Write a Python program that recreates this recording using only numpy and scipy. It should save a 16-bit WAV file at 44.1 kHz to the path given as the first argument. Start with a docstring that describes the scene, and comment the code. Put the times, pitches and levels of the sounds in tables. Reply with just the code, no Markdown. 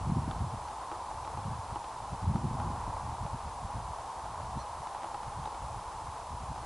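"""A hand-held camera pans across an open, grassy hillside. From the start, gusts rumble on its
microphone, its hollow housing whirrs and a thin hiss lies underneath. Swirls of air thump, and the
body ticks and creaks as the grip shifts. The wind eases, then swells again after two seconds.
At about 4.6 seconds a small bird chips faintly, far away. A last flurry of ticks follows,
and weaker gusts carry on to the end."""
import sys
import numpy as np
from scipy import signal
from scipy.fft import rfft, irfft, next_fast_len
from scipy.io import wavfile
from scipy.ndimage import uniform_filter1d

SR = 44100
rng = np.random.default_rng(int(sys.argv[2]) if len(sys.argv) > 2 else 0)


def to_wav(s):
    """Save 16-bit WAV."""
    ch = np.atleast_2d(s).T  # columns
    pcm = np.round(np.clip(ch, -1, 1) * 32767)  # PCM
    wavfile.write(sys.argv[1], SR, pcm.astype(np.int16))


N = 293265
TIME = np.arange(N) / SR

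# Gusts, from long swells to brief puffs: crest_s, level_db, fade_s
WIND_GUSTS = [(0.101, -29.5, 0.21), (0.41, -33, 0.12), (1.22, -43, 0.028), (1.359, -38, 0.052),
              (1.49, -33, 0.081), (2.13, -39.5, 0.06), (2.291, -28.5, 0.12), (2.45, -32.5, 0.15),
              (2.65, -33.5, 0.12), (2.88, -39, 0.14), (3.06, -39.5, 0.14), (3.23, -37, 0.057),
              (3.35, -34.5, .02), (3.46, -40.5, 0.063), (3.66, -40, 0.075), (3.77, -38.5, 0.12),
              (4.25, -43.5, 0.072), (4.44, -40.5, 0.088), (4.571, -34, 0.033), (5.28, -42.5, 0.05),
              (5.38, -39, 0.014), (5.62, -41.5, .05), (5.73, -41, .1), (6.08, -42.5, 0.039),
              (6.35, -50, 0.011), (6.51, -41, 0.15)]
# How a medium gust's rumble spreads from low to high: pitch_hz, relative_db
RUMBLE_COLOUR = [(18, -16), (30, -16), (45, 0.5), (70, 0), (100, 1), (150, -7), (220, -16.5), (320, -26),
                 (480, -40), (700, -81)]
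# How loud the camera whirrs as time passes: time_s, relative_db
WHIRR_LEVELS = [(0, -42), (.55, -42), (.87, -41), (1.55, -42), (2.44, -42.5), (2.6, -39), (2.85, -40),
                (3.45, -42), (4.1, -41.5), (5.0, -41.5), (6.65, -43)]
# The hollow tone of the camera's housing: pitch_hz, relative_db
HOUSING_COLOUR = [(100, -30), (220, -21), (340, -18.5), (450, -14.5), (600, -10.5), (750, -4), (870, 0.5),
                  (1030, -1), (1200, -10), (1450, -18), (1900, -26.5), (3000, -41.5)]
# Hiss that is the same left and right: pitch_hz, relative_db
SHARED_HISS_COLOUR = [(100, 11.5), (1000, -3.5), (2400, 1), (3300, 0), (4600, -0.5), (7000, -1.5),
                      (11000, -3.5)]
# Hiss that is opposite left and right: pitch_hz, relative_db
SIDE_HISS_COLOUR = [(150, 2), (1500, -2), (11000, -3.5)]
# Swirls of air that thump on the microphone: peak_s, relative_db, pitch_hz
AIR_SWIRLS = [(0.101, -16.5, 178), (0.123, -15, 172), (0.196, -24, 121), (0.280, -20, 224),
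              (0.436, -40, 130), (1.233, -38, 110), (1.484, -23, 154), (2.279, -12.5, 125),
              (2.301, -17, 157), (2.315, -18, 148), (3.256, -24, 130), (3.346, -26, 180),
              (4.575, -24.5, 169), (6.505, -28, 143)]
# Tones the camera body rings with: pitch_hz, relative_db, ring_s (time to fade by 60 dB)
BODY_TONES = [(342, -13.5, 0.087), (530, -5, 0.01), (837, 2.5, 0.04), (1000, 0.5, 0.016),
              (1242, 1.5, 0.012)]
# Ticks of the body under the fingers: start_s, snap_relative_db, knock_relative_db
GRIP_TICKS = [(0.3115, -38, -31), (0.4074, -54, -35), (0.683, -43, -37.5), (0.9153, -45, -28),
              (0.9222, -48, -39), (1.2477, -43, -36), (1.2746, -49, -30.5), (1.3715, -49, -29.5),
              (1.757, -42, -27), (1.8422, -43, -33.5), (2.358, -50, -30), (2.5999, -49, -32),
              (2.9662, -49, -31), (3.263, -47, -32.5), (4.8696, -41.5, -30), (4.9476, -46, -34),
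              (5.019, -47, -37), (5.0317, -42, -33), (5.0436, -46, -29), (5.144, -43, -30.5),
              (5.231, -48, -35), (5.439, -46, -38), (5.4549, -41, -32), (5.473, -46, -34),
              (5.5451, -45, -35)]
# The two tones of the bird's chip: middle_s, half_length_s, top_pitch_hz, level_db
BIRD_TONES = [(4.607, .045, 4260, -55), (4.609, .032, 5970, -55)]


def from_db(db):
    """Turn decibels into a number to multiply a sound by."""
    return 10 ** (np.asarray(db) / 20)


def rms_one(x):
    """Scale a signal so its average strength (rms) is 1."""
    return x / np.sqrt(np.mean(x ** 2) + 1e-20)


def colour_db(colour, hz):
    """Look up a colour table's level at any pitch, giving each octave equal room."""
    pitches_hz, levels_db = np.transpose(colour)
    return np.interp(np.log(hz + 1e-3), np.log(pitches_hz), levels_db)


def noise(colour):
    """Steady noise of strength 1, with lows and highs set by a colour table."""
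    size = next_fast_len(N)
    hz = np.arange(size // 2 + 1) * SR / size
    spectrum = rfft(rng.standard_normal(size)) * from_db(colour_db(colour, hz))
    return rms_one(irfft(spectrum, size)[:N])


def drift(rate_hz):
    """A smooth random wobble with a typical size of 1."""
    step, warm_up = 40, 2000   # samples per random value; values skipped while the filter settles
    keep = np.exp(-2 * np.pi * step * rate_hz / SR)
    draws = rng.standard_normal(N // step + warm_up + 2)
    slow = signal.lfilter([1], [1, -2 * keep, keep * keep], draws)[warm_up:]
    return np.interp(np.arange(N) / step, np.arange(len(slow)), rms_one(slow))


def evened(x, seconds):
    """Hold a signal's strength near 1, leaving only its fast flutter."""
    size = max(int(seconds * SR), 1)
    power = uniform_filter1d(uniform_filter1d(x ** 2, size), size)
    return x / np.sqrt(power + 1e-12)


def ring(clicks, hz, ring_s):
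    """Each click starts a pure tone that fades by 60 dB in ring_s."""
    keep = np.exp(-np.log(1000) / (ring_s * SR))
    angle = 2 * np.pi * hz / SR
    return signal.lfilter([0, np.sin(angle)], [1, -2 * keep * np.cos(angle), keep * keep], clicks + 1e-18)


def airflow_db(breeze_db=-55, swing_db=5, rise_s=0.012, rise_share=0.33):
    """Gusts build and die away on top of a light, wavering breeze."""
    power = from_db(breeze_db + swing_db * drift(rate_hz=4.8)) ** 2
    for crest_s, level_db, fade_s in WIND_GUSTS:
        age_s = TIME - crest_s
        build_s = rise_s + rise_share * fade_s
        swell = np.exp(np.where(age_s < 0, age_s / build_s, -age_s / fade_s))
        power = power + (from_db(level_db) * swell) ** 2
    return 10 * np.log10(power)


def wind(medium_db=-38.5, brightening=0.77, corner_hz=85, lumpy_db=3.0):
    """Air churns at the microphone. Faster air makes smaller swirls, so strong gusts sound brighter."""
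    gust_db = airflow_db()
    lumps_db = lumpy_db * drift(rate_hz=22)
    edges_hz = 16 * 2 ** np.arange(0, 5.6, .5)   # bands half an octave wide
    white = rng.standard_normal((2, N + SR))   # a spare second lets the filters settle
    rumble = 0
    for k, (low, high) in enumerate(zip(edges_hz, edges_hz[1:])):
        band_filter = signal.butter(3, [low, high], "band", fs=SR, output="sos")
        band = signal.sosfilt(band_filter, white[k % 2])[SR:]
        hz = np.sqrt(low * high)
        octaves = np.clip(np.log2(hz / corner_hz), -.4, 1.6)
        tilt_db = brightening * octaves * (gust_db - medium_db + lumps_db)
        rumble = rumble + band * from_db(colour_db(RUMBLE_COLOUR, hz) + tilt_db + lumps_db)
    return from_db(gust_db) * evened(rumble, seconds=0.092)


def whirr(flutter_db=0.95, gain_db=0.34):
    """Fine shaking inside the camera is heard through its hollow housing."""
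    level_db = np.interp(TIME, *np.transpose(WHIRR_LEVELS)) + gain_db
    wobble_db = flutter_db * drift(rate_hz=44)
    return from_db(level_db + wobble_db) * evened(noise(HOUSING_COLOUR), seconds=0.055)


def hiss(shared_db=-53, side_db=-61):
    """The microphone hisses thinly, almost the same on the left and right."""
    shared = from_db(shared_db) * noise(SHARED_HISS_COLOUR)
    side = from_db(side_db) * noise(SIDE_HISS_COLOUR)
    return np.array([shared + side, shared - side])


def swirl_thumps(width_cycles=0.46, gain_db=-5.5):
    """Each swirl of air gives a brief push, with a pull just before and after."""
    out = np.zeros(N)
    for peak_s, level_db, hz in AIR_SWIRLS:
        cycles = (TIME - peak_s) * hz
        near = np.abs(cycles) < 4
        swell = np.exp(-(cycles[near] / width_cycles) ** 2 / 2)
        out[near] += from_db(level_db + gain_db) * swell * np.cos(2 * np.pi * cycles[near])
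    return out


def creaks(per_s=14, level_db=-48, spread_db=4.5):
    """Tiny random slips of the grip make the camera body ring."""
    sizes = from_db(level_db + spread_db * np.clip(rng.standard_normal(N), -2, 2))
    clicks = sizes * (rng.random(N) < per_s / SR)
    return sum(from_db(tone_db) * ring(clicks, hz, ring_s) * (-1) ** k   # every other tone is flipped
               for k, (hz, tone_db, ring_s) in enumerate(BODY_TONES))


def knocks(starts, levels_db, scatter_db=2.5, rattle_s=.006, rattle_db=-6.5):
    """Each knock rings all the tones of the body, then rattles once more softly."""
    rattles = starts + (rattle_s * rng.uniform(0.504, 2, len(starts)) * SR).astype(int)
    chance = rng.standard_normal((len(starts), len(BODY_TONES)))
    out = 0
    for k, (hz, tone_db, ring_s) in enumerate(BODY_TONES):
        clicks = np.zeros(N)
        clicks[starts] = from_db(levels_db + tone_db + scatter_db * chance[:, k])
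        clicks[rattles] += clicks[starts] * from_db(rattle_db)
        out = out + ring(clicks, hz, ring_s) * (-1) ** k
    return out


def snaps(starts, levels_db, fade_s=0.0035, band_hz=(1400, 3600)):
    """Slipping fingers rub out short bursts of gritty noise."""
    slips = np.zeros(N)
    slips[starts] = from_db(levels_db)
    rubbing = signal.lfilter([1], [1, -np.exp(-1 / (fade_s * SR))], slips + 1e-18)
    band_filter = signal.butter(2, band_hz, "band", fs=SR, output="sos")
    grit = signal.sosfilt(band_filter, rng.standard_normal(N))
    return rubbing * evened(grit, seconds=0.0032)


def ticks(knock_gain_db=-3.5, snap_gain_db=-4.0, delay_s=0.00047):
    """Each bigger slip of the grip makes a knock and a snap together."""
    start_s, snap_db, knock_db = np.transpose(GRIP_TICKS)
    starts = ((start_s + delay_s) * SR).astype(int)
    return knocks(starts, knock_db + knock_gain_db) + snaps(starts, snap_db + snap_gain_db)


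def bird(arch=0.22, waver=.02):
    """A short, slightly hoarse chip whose two tones rise and fall together."""
    out = 0
    for middle_s, half_length_s, top_hz, level_db in BIRD_TONES:
        progress = np.clip((TIME - middle_s) / half_length_s, -1, 1)
        pitch_hz = top_hz * (1 - arch * progress ** 2 + waver * drift(rate_hz=207))
        swell = np.cos(np.pi * progress / 2) ** 2
        out = out + from_db(level_db) * swell * np.sin(2 * np.pi * np.cumsum(pitch_hz) / SR)
    return out


def scene():
    """Everything sits in the centre; only the hiss has some width."""
    return wind() + whirr() + hiss() + swirl_thumps() + creaks() + ticks() + bird()


def record(dry):
    """The highest treble is cut off steeply."""
    cutoff_hz = 11080
    return signal.sosfilt(signal.ellip(14, .1, 70, cutoff_hz, fs=SR, output="sos"), dry)


dry = scene()
out = record(dry)
to_wav(out)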